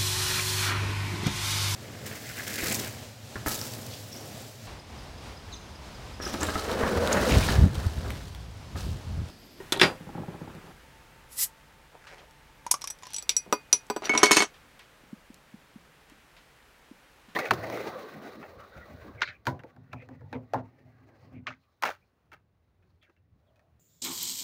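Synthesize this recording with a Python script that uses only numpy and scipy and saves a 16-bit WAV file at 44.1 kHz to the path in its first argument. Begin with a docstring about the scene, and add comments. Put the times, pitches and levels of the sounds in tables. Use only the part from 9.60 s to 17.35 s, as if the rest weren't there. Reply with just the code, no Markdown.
"""Inside a panelled van a magnetic steel opener is pulled off a sheet-metal wall, which goes on shaking.
A crown cap is prised off a beer bottle: gas hisses, the cap clicks loose, drops and bounces on a wooden top,
the opener clatters down after it and fades out steeply; then air glugs into the tilted bottle.
Blows ring decaying modes over noise bursts; rubs and scrapes are random grains; gas and cabin are shaped noise."""
import sys
import numpy as np
from scipy import signal
from scipy.fft import rfft, irfft
from scipy.io import wavfile

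SR = 44100
rng = np.random.default_rng(int(sys.argv[2]) if len(sys.argv) > 2 else 0)


def pcm_store(signal):
    """Save signal as 16-bit PCM."""
    levels = np.round(np.clip(np.atleast_2d(signal), -1, 1) * 32767)
    wavfile.write(sys.argv[1], SR, levels.astype(np.int16).T)


N = 341775


def amp(db):
    """Decibels to linear gain."""
    return 10 ** (np.asarray(db) / 20)


def rms_one(x):
    """Scale to rms 1."""
    return x / np.sqrt(np.mean(x ** 2) + 1e-30)


def band(x, low_hz, high_hz, order=2):
    """Butterworth band-pass."""
    edges_hz = [low_hz, min(high_hz, .45 * SR)]
    return signal.sosfilt(signal.butter(order, edges_hz, "band", fs=SR, output="sos"), x)


def gains(rows):
    """Gain over time of each dB column, silent outside the table."""
    time_s, *columns_db = np.transpose(rows)
    t = np.arange(N) / SR
    return [amp(np.interp(t, time_s, db, left=-200, right=-200)) for db in columns_db]


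def swell(start_s, top_s, end_s, level_db, rise_db, fall_db):
    """Gain that rises to a top and falls again."""
    return gains([(start_s, level_db - rise_db), (top_s, level_db), (end_s, level_db - fall_db)])[0]


def clicks(start_s, level_db):
    """One-sample impulses over a negligible floor."""
    out = np.full(N, 1e-18)
    np.add.at(out, np.round(np.asarray(start_s) * SR).astype(int), amp(level_db))
    return out


def sounding(x, t60_s):
    """Stretch from the first click until the last has died away."""
    at = np.flatnonzero(abs(x) > 1e-15)
    return slice(at[0], at[-1] + int(2 * t60_s * SR) + SR // 20)


def ring(x, pitch_hz, t60_s):
    """One mode as a two-pole resonator: a unit click gives a decaying sine of initial height 1."""
    radius = amp(-60 / (t60_s * SR))
    angle = 2 * np.pi * pitch_hz / SR
    out, part = np.zeros(N), sounding(x, t60_s)
    poles = [1, -2 * radius * np.cos(angle), radius * radius]
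    out[part] = signal.lfilter([0, np.sin(angle)], poles, x[part])
    return out


def strike(start_s, level_db, modes, spread_db):
    """Every blow sets each mode ringing with a strength of its own."""
    luck_db = spread_db * rng.standard_normal((len(start_s), len(modes)))
    out = np.zeros(N)
    for k, (pitch_hz, mode_db, t60_s) in enumerate(modes):
        blows = clicks(start_s, level_db + mode_db + luck_db[:, k])
        out += (-1) ** k * ring(blows, pitch_hz, t60_s)
    return out


def clank(start_s, level_db, low_hz, high_hz, t60_s, count=12):
    """Short modes scattered over a band; each blow picks out different ones."""
    pitches_hz = np.geomspace(low_hz, high_hz, count) * (1 + .03 * rng.standard_normal(count))
    luck_db = 5 * rng.standard_normal((len(start_s), count)) - 15
    out = np.zeros(N)
    for k, pitch_hz in enumerate(pitches_hz):
        out += (-1) ** k * ring(clicks(start_s, level_db + luck_db[:, k]), pitch_hz, t60_s)
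    return out


def burst(start_s, level_db, low_hz, high_hz, t60_s):
    """The countless short modes of a contact: band noise that starts at once and dies."""
    x, noise, out = clicks(start_s, level_db), rng.standard_normal(N), np.zeros(N)
    part = sounding(x, t60_s)
    envelope = signal.lfilter([1], [1, -amp(-60 / (t60_s * SR))], x[part])
    level = np.sqrt(SR / 2 / (high_hz - low_hz))  # makes up for the narrow band
    out[part] = level * band(envelope * noise[part], low_hz, high_hz)
    return out


def snap(start_s, level_db, low_hz, high_hz, t60_s, tail_db):
    """A bright crack and its weaker, four times longer flutter between the near panels."""
    crack = burst(start_s, level_db, low_hz, high_hz, t60_s)
    return crack + burst(start_s, level_db + tail_db, low_hz, high_hz, 4 * t60_s)


def pings(start_s, level_db, pitch_hz, t60_s, rise_per_s=0):
    """Short rings whose pitch differs from blow to blow."""
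    out, t = np.zeros(N), np.arange(SR // 8) / SR
    for s, db, hz in zip(start_s, level_db, pitch_hz):
        at = round(s * SR)
        phase = 2 * np.pi * hz * (t + rise_per_s * t ** 2 / 2)
        out[at:at + len(t)] += amp(db - 60 * t / t60_s) * np.sin(phase)
    return out


def choked(start_s, level_db, modes):
    """A heavy contact stops the running ring and starts a new one."""
    out, at = np.zeros(N), np.round(start_s * SR).astype(int)
    stops = np.append(at[1:], at[-1] + SR // 4)
    luck_db = rng.standard_normal((len(start_s), len(modes)))
    for start, stop, db, extra_db in zip(at, stops, level_db, luck_db):
        t = np.arange(stop - start) / SR
        for (pitch_hz, mode_db, t60_s), more_db in zip(modes, extra_db):
            decay = amp(db + mode_db + more_db - 60 * t / t60_s)
            out[start:stop] += decay * np.sin(2 * np.pi * pitch_hz * t)
    return out


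def coloured(spectrum):
    """Noise of a given spectrum, rms 1."""
    pitch_hz, level_db = np.transpose(spectrum)
    log_hz = np.log(np.arange(N // 2 + 1) * SR / N + 1)
    shape = amp(np.interp(log_hz, np.log(pitch_hz), level_db))
    return rms_one(irfft(rfft(rng.standard_normal(N)) * shape, N))


def grains(per_s, spread_db):
    """Random tiny contacts of very uneven size."""
    born, out = rng.random(N) < per_s / SR, np.zeros(N)
    luck = rng.random((born.sum(), 2))
    size_db = spread_db * np.minimum(-np.log(1 - luck[:, 0]), 4)
    out[born] = amp(size_db) * np.sign(luck[:, 1] - .5)
    return out


# distant traffic: time_s, level_db
TRAFFIC = [(0, -52), (.6, -56), (1.1, -55.5), (1.13, -57), (2.3, -59.5), (4.8, -58.5), (5.8, -60.5),
           (7.75, -60)]
# cabin noise spectrum: pitch_hz, relative level_db per Hz
CABIN = [(12, -45.5), (20, -15), (53, -7), (98, -16.5), (145, -10), (181, -17.5), (307, -16), (334, -18.5),
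         (466, -16.5), (521, -14), (633, -18), (885, -16.5), (989, -18), (1680, -17), (15600, -31.5)]
# thin tone: start_s, top_s, end_s, level_db, rise_db, fall_db
HUM = (1.24, -2.5, 4.5, -64.5, .6, 4.5)
HUM_HZ = 892.6
RUMBLE_DB, RUMBLE_FADE_DB_PER_S = 0.5, 1.07  # against the traffic
HISS_DB, HISS_FOLLOWS = 8.0, 1.26  # gain, exponent on the traffic gain


def cabin():
    """Distant traffic, rumble and microphone hiss as shaped noise bands; narrow noise makes a wavering tone."""
    edges_hz = [(15, 200), (200, 3000), (3000, 19000)]
    traffic, = gains(TRAFFIC)
    rumble = traffic * amp(RUMBLE_DB - RUMBLE_FADE_DB_PER_S * np.arange(N) / SR)
    levels = [rumble, traffic, amp(HISS_DB) * traffic ** HISS_FOLLOWS]
    parts = sum(gain * rms_one(band(coloured(CABIN), *hz)) for gain, hz in zip(levels, edges_hz))
    tone = rms_one(band(rng.standard_normal(N), HUM_HZ - 12, HUM_HZ + 12))
    return parts + swell(*HUM) * tone


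VAN_T60_S, VAN_DB, VAN_CUT_HZ = 0.13, -18, 10000


def van(x):
    """Dense short reflections off panels and cushions, dulled: convolution with decaying noise."""
    t = np.arange(SR // 2) / SR
    tail = rng.standard_normal(len(t)) * amp(-60 * t / VAN_T60_S) * (t > .003)
    tail = band(tail, 120, VAN_CUT_HZ, order=1)
    return signal.fftconvolve(x, tail / np.sqrt(np.sum(tail ** 2)))[:N]


# faint ticks: start_s, snap_db, knock_db
TICKS = [(.95, -47, -62), (2.469, -62, -47), (2.582, -62, -54), (2.71, -48.5, -79.5), (4.9412, -57, -54.5),
         (5.1927, -45.5, -50.5), (5.743, -42.5, -65), (6.4977, -49, -59), (6.766, -60, -53.5),
         (7.687, -66, -57.5)]


def ticks():
    """Tiny dry contacts: bright and middle noise bursts."""
    start_s, snap_db, knock_db = np.transpose(TICKS)
    return burst(start_s, snap_db, 2700, 19400, 0.013) + burst(start_s, knock_db, 800, 3500, 0.22)


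# hand meeting wood softly: start_s, level_db
PALM = [(3.862, -40.5), (3.876, -50), (3.897, -48)]


def palm():
    """Flesh gives only a dull low puff."""
    start_s, level_db = np.transpose(PALM)
    return burst(start_s, level_db, 110, 480, .08)


# hand shifting on glass: top_s, low_db, high_db
GRIP = [(2.35, -52, -71), (2.455, -62, -51.5), (2.525, -48.5, -49), (2.585, -56, -53), (2.63, -53, -73.5)]
RUB_DB_PER_S = 397.5  # swell and fade rate


def grip():
    """Skin creeping over glass and label in a few short rubs of filtered grains."""
    t, rub = np.arange(N) / SR, grains(600, spread_db=3.0)
    low, high = sum(amp(np.array(db)[:, None] - RUB_DB_PER_S * np.minimum(abs(t - top_s), 1))
                    for top_s, *db in GRIP)
    bright = band(rub, 1300, 2430) + 0.2 * band(rub, 2300, 5700)
    return low * rms_one(band(rub, 390, 930)) + high * rms_one(bright)


# loose fitting bumping on the shaking wall: start_s, thud_db, knock_db
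BUMPS = [(.404, -43, -71), (.469, -44, -63), (.491, -46, -48.5), (.551, -36, -48), (.58, -34, -55),
         (.634, -52, -47), (.682, -35.5, -52.5), (0.742, -41.5, -51), (0.814, -37, -62), (.876, -41, -52),
         (.948, -45, -63), (1.04, -51, -64), (1.08, -51.5, -60)]
# fitting modes, three for the thud, then the knock: pitch_hz, level_db, t60_s
FITTING = [(165.6, 5.5, 0.098), (310, -11, 0.056), (504, -1, 0.038), (816, 15, 0.044), (1370, -4, 0.076)]
# rattle swells: start_s, top_s, end_s, level_db, rise_db, fall_db
RATTLES = [(0.228, 0.296, 0.37, -35, 14, 29), (.42, 0.57, 1.12, -51.5, 15, 5)]
SHUDDER_DB, SHUDDER_T60_S = -2, 0.27  # wall boom against each thud
RELEASE_S, RELEASE_BOOM_DB = .24, -29.5  # freed wall springs back


def bumps():
    """Soft low bumps, each leaving a shudder, over a rattle while the wall settles."""
    start_s, thud_db, knock_db = np.transpose(BUMPS)
    boom_s = np.append(start_s, RELEASE_S)
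    boom_db = np.append(thud_db + SHUDDER_DB, RELEASE_BOOM_DB)
    shudder = burst(boom_s, boom_db, 71, 320, SHUDDER_T60_S)
    rattle = sum(swell(*row) for row in RATTLES) * rms_one(band(grains(680, spread_db=1.0), 240, 1440))
    knocks = strike(start_s, thud_db, FITTING[:3], spread_db=0)
    knocks += strike(start_s, knock_db, FITTING[3:], spread_db=3.0)
    return shudder + rattle + band(knocks, 96, 1700)


# faint low thud at the start, then the opener leaving the wall: start_s, snap_db, thud_db, knock_db, crack_db
PULL = [(.003, -70, -46, -64, -78), (0.1223, -21.5, -30.5, -24, -17), (.126, -26, -34, -25.5, -22),
        (.163, -54, -44, -55.5, -34), (.173, -40, -41.5, -54.5, -31.5), (.191, -48, -55.5, -52.5, -36),
        (.197, -33.5, -40.5, -21, -20), (0.2107, -27, -53, -32.5, -38), (.2145, -30, -21, -5, -8),
        (.231, -34, -20, -15.5, -30.5)]
# sheet-metal wall modes: pitch_hz, level_db, t60_s
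WALL = [(384, 9, 0.078), (523.5, -13.5, 0.51), (935, 1, 0.075), (1102, -9.5, 0.095), (1435, -7, 0.19),
        (1867, -8, 0.15), (2270, -39, 0.52), (2620, -26, 0.25)]
# opener comes clear and rings: start_s, level_db
FREE = [(.2146, -14.5)]
# modes of the opener held in the fingers: pitch_hz, level_db, t60_s
HELD_OPENER = [(4802, -8, .19), (4899, -11, .12), (5507, -12, .08), (4107, -22, .2), (9650, -36, .2)]
BOOM_DB, KNOCK_TAIL_DB = -7, -10.5  # wall noise under thud and knock
CRACK_HZ, CRACK_NOISE_DB = 3480, -3.5  # short pitch of each crack, its noise
FREE_WASH_DB = -20  # bright noise against the freed ring


def pull():
    """After a faint low thud the magnets let go: snaps, the wall booms, the opener rings in the fingers."""
    start_s, snap_db, thud_db, knock_db, crack_db = np.transpose(PULL)
    cracks = snap(start_s, snap_db, 5000, 13000, 0.024, tail_db=-15)
    cracks += snap(start_s, crack_db + CRACK_NOISE_DB, 3200, 4100, 0.023, tail_db=-18.5)
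    cracks += ring(clicks(start_s, crack_db), CRACK_HZ, .022)
    booms = burst(start_s, thud_db + BOOM_DB, 120, 870, 0.25)
    booms += strike(start_s, thud_db, WALL, spread_db=3.0)
    knocks = burst(start_s, knock_db + KNOCK_TAIL_DB, 1030, 3240, 0.14)
    knocks += clank(start_s, knock_db, 1094, 5600, 0.05)
    free_s, free_db = np.transpose(FREE)
    freed = strike(free_s, free_db, HELD_OPENER, spread_db=3.0)
    freed += burst(free_s, free_db + FREE_WASH_DB, 3000, 14000, 0.27)
    return cracks + booms + knocks + freed


# air bubbles entering the bottle: start_s, level_db, pitch_hz
GLUGS = [(5.434, -49, 254.6), (5.528, -30.5, 227), (5.7, -39.5, 242.5), (5.939, -36.5, 219.4),
         (6.157, -37, 224.6), (6.518, -46, 283), (7.311, -37.5, 262), (7.682, -46, 226)]
GLUG_TAIL_DB = -65.5


def glugs():
    """A bubble pinches off with a few cycles; its faint tail rises in pitch as it nears the surface."""
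    out, t = np.zeros(N), np.arange(SR // 4) / SR
    for start_s, level_db, pitch_hz in GLUGS:
        envelope = (t / 0.0048) ** 2 * np.exp(2 - 2 * t / 0.0047)
        pop = amp(level_db) * envelope * np.sin(2 * np.pi * pitch_hz * t)
        rising = np.sin(2 * np.pi * pitch_hz * (.68 * t + 7 * t ** 3))
        tail = amp(GLUG_TAIL_DB) * (t / .045) * np.exp(1 - t / .045) * rising
        at = round(start_s * SR)
        out[at:at + len(t)] += (pop + tail)[:N - at]
    return out


# gas past the lifted cap: time_s, level_db
HISS = [(1.67, -78), (1.728, -44.5), (1.756, -48), (1.79, -26.5), (1.826, -21), (1.844, -23.5), (1.9, -71)]
# jet noise spectrum: pitch_hz, relative level_db per Hz
JET = [(590, -41), (1000, -24), (1480, -26), (2030, -13), (2250, -20.5), (5070, -8.5), (5310, -8.5),
       (9720, -4.5), (10200, -5), (14100, 1), (16000, -11.5)]
# edge whistles: pitch_hz, width_hz, level_db against the jet
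WHISTLES = [(5290, 45, -25), (7700, 48, -19), (10270, 220, -13), (12380, 150, -8)]
NECK_DB = -34  # neck turbulence against the jet


def hiss():
    """Smooth bright jet noise; narrow bands of it make faint edge whistles and neck turbulence."""
    noise = coloured(JET)
    tones = sum(amp(level_db) * rms_one(band(noise, pitch_hz - width_hz / 2, pitch_hz + width_hz / 2))
                for pitch_hz, width_hz, level_db in WHISTLES)
    neck = amp(NECK_DB) * rms_one(band(noise, 1900, 2140))
    return gains(HISS)[0] * (noise + tones + neck)


# opener teeth working the cap: start_s, snap_db, clamped cap_db, cap_hz, neck air neck_db, neck_hz
PRY = [(3.0653, -40, -42.5, 6600, -26, 940), (3.1107, -38, -27.5, 6100, -41.5, 860),
       (3.1134, -7, -26, 6020, -26, 1000), (3.1407, -30, -31, 6380, -20.5, 1130),
       (3.212, -46, -57, 5760, -59, 1060), (3.2175, -39, -38, 5650, -44.5, 930),
       (3.241, -35, -34, 5350, -31.5, 1105), (3.274, -31, -33.5, 5740, -52, 940),
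       (3.3048, -30.5, -43, 5800, -43, 877), (3.3867, -54, -60, 4970, -60, 802),
       (3.424, -53, -60, 6230, -47, 1080), (3.433, -51, -45, 6900, -39, 1000),
       (3.454, -58, -47, 5800, -49.5, 1010), (3.468, -45, -48, 5560, -39, 1025),
       (3.5046, -48, -53, 5140, -50, 860), (3.5336, -33, -41, 6000, -49, 830)]
PRY_KNOCK_DB, PRY_KNOCK_FOLLOWS = -12, 0.61  # offset, share of cap_db
PRY_TAIL_DB, NECK_PUFF_DB = -7.5, -16.5  # noise under knock and neck ring
NECK_RISE_PER_S = 1.8  # relative pitch climb in each ring


def pry():
    """The clamped cap gives short dull clinks; the air in the neck answers, its pitch climbing in each ring."""
    start_s, snap_db, cap_db, cap_hz, neck_db, neck_hz = np.transpose(PRY)
    knock_db = PRY_KNOCK_DB + PRY_KNOCK_FOLLOWS * cap_db
    cracks = snap(start_s, snap_db, 7180, 12500, 0.017, tail_db=-15.5)
    cracks += clank(start_s, snap_db, 7000, 13000, 0.0306, count=8)
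    knocks = burst(start_s, knock_db + PRY_TAIL_DB, 1550, 5060, 0.052)
    knocks += clank(start_s, knock_db, 1860, 4800, 0.0138, count=8)
    clinks = burst(start_s, cap_db, 5000, 6030, .05) + pings(start_s, cap_db, cap_hz, 0.0551)
    neck = pings(start_s, neck_db, neck_hz, 0.045, NECK_RISE_PER_S)
    neck += burst(start_s, neck_db + NECK_PUFF_DB, 644, 1375, 0.062)
    return cracks + knocks + clinks + neck


# skirt dragging over glass, then wood: start_s, top_s, end_s, level_db, rise_db, fall_db
SCRAPES = [(3.402, 3.543, 3.64, -51, 21, 13.5), (4.443, 4.452, 4.495, -38, 12, 24)]
# cap crown modes: pitch_hz, level_db, t60_s
CROWN = [(5860, 4.5, 0.061), (5624, -6.5, 0.0539), (10170, -12, 0.088)]


def scrape():
    """Crimped tin stutters along: uneven tiny contacts in a middle band and on the crown mode."""
    touches = grains(1100, spread_db=4.5)
    crown = rms_one(ring(touches, CROWN[0][0], 0.025))
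    tin = rms_one(band(touches, 2525, 4800)) + 0.61 * crown
    return sum(swell(*row) for row in SCRAPES) * tin


# loose cap touching opener or wood: start_s, snap_db, thud_db, knock_db, crown_db, skirt_db, dish_db
CAP_HITS = [(3.3013, -48, -62, -53, -32.5, -34, -67), (3.5437, -30, -57, -37, -30, -45, -61.5),
            (3.564, -26, -78, -52, -36, -35, -60), (3.5834, -33, -71, -34.5, -42, -24.5, -60),
            (3.6244, -37, -52.5, -54, -43, -58, -59), (3.6927, -21.5, -42.5, -13, -21, -27, -44),
            (3.766, -21, -51, -53, -17, -16, -46), (3.9255, -24.5, -17.5, -25, -25, -32, -39),
            (4.1282, -7.5, -30, -16.5, -10, -29, -41.5), (4.231, -71, -56, -70, -81, -74, -89.5),
            (4.267, -51.5, -71, -66.5, -73, -68, -80), (4.3, -32.5, -23, -32.5, -37, -33, -46),
            (4.363, -67, -27.5, -36, -40.5, -36, -54), (4.4213, -71, -34.5, -42, -59, -68, -78.5),
            (4.4427, -67, -44.5, -49, -45.5, -61, -59.5), (4.4545, -63, -42, -26, -34.5, -62, -54.5),
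            (4.576, -49, -30.5, -14.5, -18, -25.5, -50), (4.658, -27, -39, -18.5, -28.5, -41, -45)]
# cap skirt modes: pitch_hz, level_db, t60_s
SKIRT = [(7890, -0.5, 0.057), (7420, -27.5, 0.092)]
# cap rim modes: pitch_hz, level_db, t60_s
RIM = [(14020, 0, .07), (14390, -4, .08), (15500, -2, .08), (13050, -9, .06)]
# cap dish modes: pitch_hz, level_db, t60_s
DISH = [(2482, 2, .28), (2450, -7, .15), (2105, -5, .22)]
# dish overtones: pitch_hz, level_db, t60_s
DISH_TOP = [(4650, -4, .16), (4705, -11, .12)]
# wooden top modes, also under the opener: pitch_hz, level_db, t60_s
WOOD = [(232.5, -7, 0.11), (296.6, -4, 0.0863), (419, -1, 0.11), (699.6, -10.5, 0.075), (999, -3.5, 0.064),
        (1225, 0, 0.043), (1498, -7.5, 0.073)]
RIM_DB, DISH_TOP_DB = 10.5, 8.5  # against dish_db
CAP_CRACK_DB, CAP_WOOD_DB = -4.5, -5.5  # crack against knock, wood ring against thud


def cap():
    """Each touch of the loose cap rings its mode families at separate strengths."""
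    start_s, snap_db, thud_db, knock_db, crown_db, skirt_db, dish_db = np.transpose(CAP_HITS)
    cracks = snap(start_s, snap_db, 4200, 10000, 0.01, tail_db=-10.5)
    cracks += snap(start_s, knock_db + CAP_CRACK_DB, 2300, 6000, 0.024, tail_db=-11)
    rings = strike(start_s, crown_db, CROWN, spread_db=0.5)
    rings += strike(start_s, skirt_db, SKIRT, spread_db=2.5)
    rings += strike(start_s, dish_db + RIM_DB, RIM, spread_db=3.0)
    rings += strike(start_s, dish_db, DISH, spread_db=1.5)
    rings += strike(start_s, dish_db + DISH_TOP_DB, DISH_TOP, spread_db=1.5)
    thuds = strike(start_s, thud_db + CAP_WOOD_DB, WOOD, spread_db=2.0)
    thuds += burst(start_s, thud_db, 300, 1099, 0.054)
    return cracks + clank(start_s, knock_db, 2300, 5600, .03, count=7) + rings + thuds


# opener landing and rocking on wood: start_s, thud_db, knock_db, ring_db, top_db
DROPS = [(4.4942, -25, -40, -28.5, -37), (4.537, -29, -36.5, -40, -50.5),
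         (4.5501, -23.5, -27, -38.5, -51.5), (4.585, -36, -28.5, -44.5, -53.5),
         (4.6311, -13, -10, -34, -19.5), (4.6364, -33.5, -11.5, -31, -38.5),
         (4.6674, -51, -25.5, -34, -39.5), (4.7095, -16, -16, -33, -34.5), (4.7154, -35.5, -7, -27.5, -19),
         (4.729, -36, -15, -34, -31.5), (4.7454, -51, -18, -41, -39.5), (4.7623, -30, -17.5, -56, -41),
         (4.7684, -20.5, -7, -39, -29), (4.7807, -53, -21, -37, -30.5), (4.7936, -35, -43, -39, -29),
         (4.8042, -25, -17, -29.5, -48), (4.8214, -29.5, -16.5, -38, -54)]
# opener lower modes: pitch_hz, level_db, t60_s
OPENER = [(2213, 10.5, 0.33), (2340, -15, .12), (2700, -9, 0.17), (3018, -2, 0.051)]
# opener upper modes: pitch_hz, level_db, t60_s
OPENER_TOP = [(6370, 9, 0.044), (6600, 2.5, .05), (4395, -6, 0.27), (5300, 0.5, 0.07), (7660, -7.5, 0.073),
              (9240, -6, 0.0676), (9500, -10.5, 0.2), (12200, -16.5, .1)]
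# chatter on wood: start_s, top_s, end_s, level_db, rise_db, fall_db
WOOD_CHATTER = (4.432, 4.82, 4.9, -31.5, 7.5, 6.0)
# steel chatter, top after end so it climbs until it stops: start_s, top_s, end_s, level_db, rise_db, fall_db
STEEL_CHATTER = (4.5, 5, 4.9, -30, 27, 26)
DROP_SNAP_DB, DROP_SNAP_FOLLOWS = -1.5, 1.67  # harder knocks are brighter: offset, factor on knock_db
DROP_TAIL_DB, THUMP_DB = -16, -0.2  # noise under knock and thud
FADE_START_S, FADE_DB_PER_S = 4.84, 717  # the whole opener clatter fades out steeply within 0.1 s


def opener():
    """The heavy steel disc thumps the wood, rings and chatters on its teeth, then fades out steeply."""
    start_s, thud_db, knock_db, ring_db, top_db = np.transpose(DROPS)
    snap_db = DROP_SNAP_DB + DROP_SNAP_FOLLOWS * knock_db
    cracks = snap(start_s, snap_db, 6000, 16000, 0.011, tail_db=-30.5)
    cracks += burst(start_s, knock_db + DROP_TAIL_DB, 1400, 7000, 0.13)
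    cracks += clank(start_s, knock_db, 1703, 8500, 0.043)
    rings = choked(start_s, ring_db, OPENER) + strike(start_s, top_db, OPENER_TOP, spread_db=3.0)
    thumps = strike(start_s, thud_db, WOOD, spread_db=2.0)
    thumps += burst(start_s, thud_db + THUMP_DB, 210, 1270, 0.064)
    fade = amp(-FADE_DB_PER_S * np.clip(np.arange(N) / SR - FADE_START_S, 0, .1))
    steel_gain = swell(*STEEL_CHATTER)
    audible = fade * steel_gain > 1e-5
    teeth = np.zeros(N)
    for pitch_hz, level_db, t60_s in OPENER[2:] + OPENER_TOP[:6] + CROWN[:1] + SKIRT[:1]:
        contacts = grains(200, spread_db=3) * audible
        teeth += amp(level_db) * ring(contacts, pitch_hz, t60_s / 2)  # half the free decay
    chatter = swell(*WOOD_CHATTER) * rms_one(band(grains(1200, spread_db=3), 280, 2200))
    chatter += steel_gain * teeth / np.std(teeth[teeth != 0])
    return fade * (cracks + rings + thumps + chatter)


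def scene():
    """Near sources with their reflections, over the cabin background."""
    near = pull() + bumps() + pry() + scrape() + cap() + opener()
    near += hiss() + grip() + palm() + glugs() + ticks()
    near = band(near, 76.82, 11000)  # small things radiate no deep bass
    return (near + amp(VAN_DB) * van(near) + cabin())[None]


CUTOFF_HZ = 16800


def record(dry):
    """Peaks are rounded, the top is cut."""
    rounded = .95 * np.tanh(dry / .95)
    return signal.sosfilt(signal.cheby2(16, 80, CUTOFF_HZ, fs=SR, output="sos"), rounded)


dry = scene()
out = record(dry)
pcm_store(out)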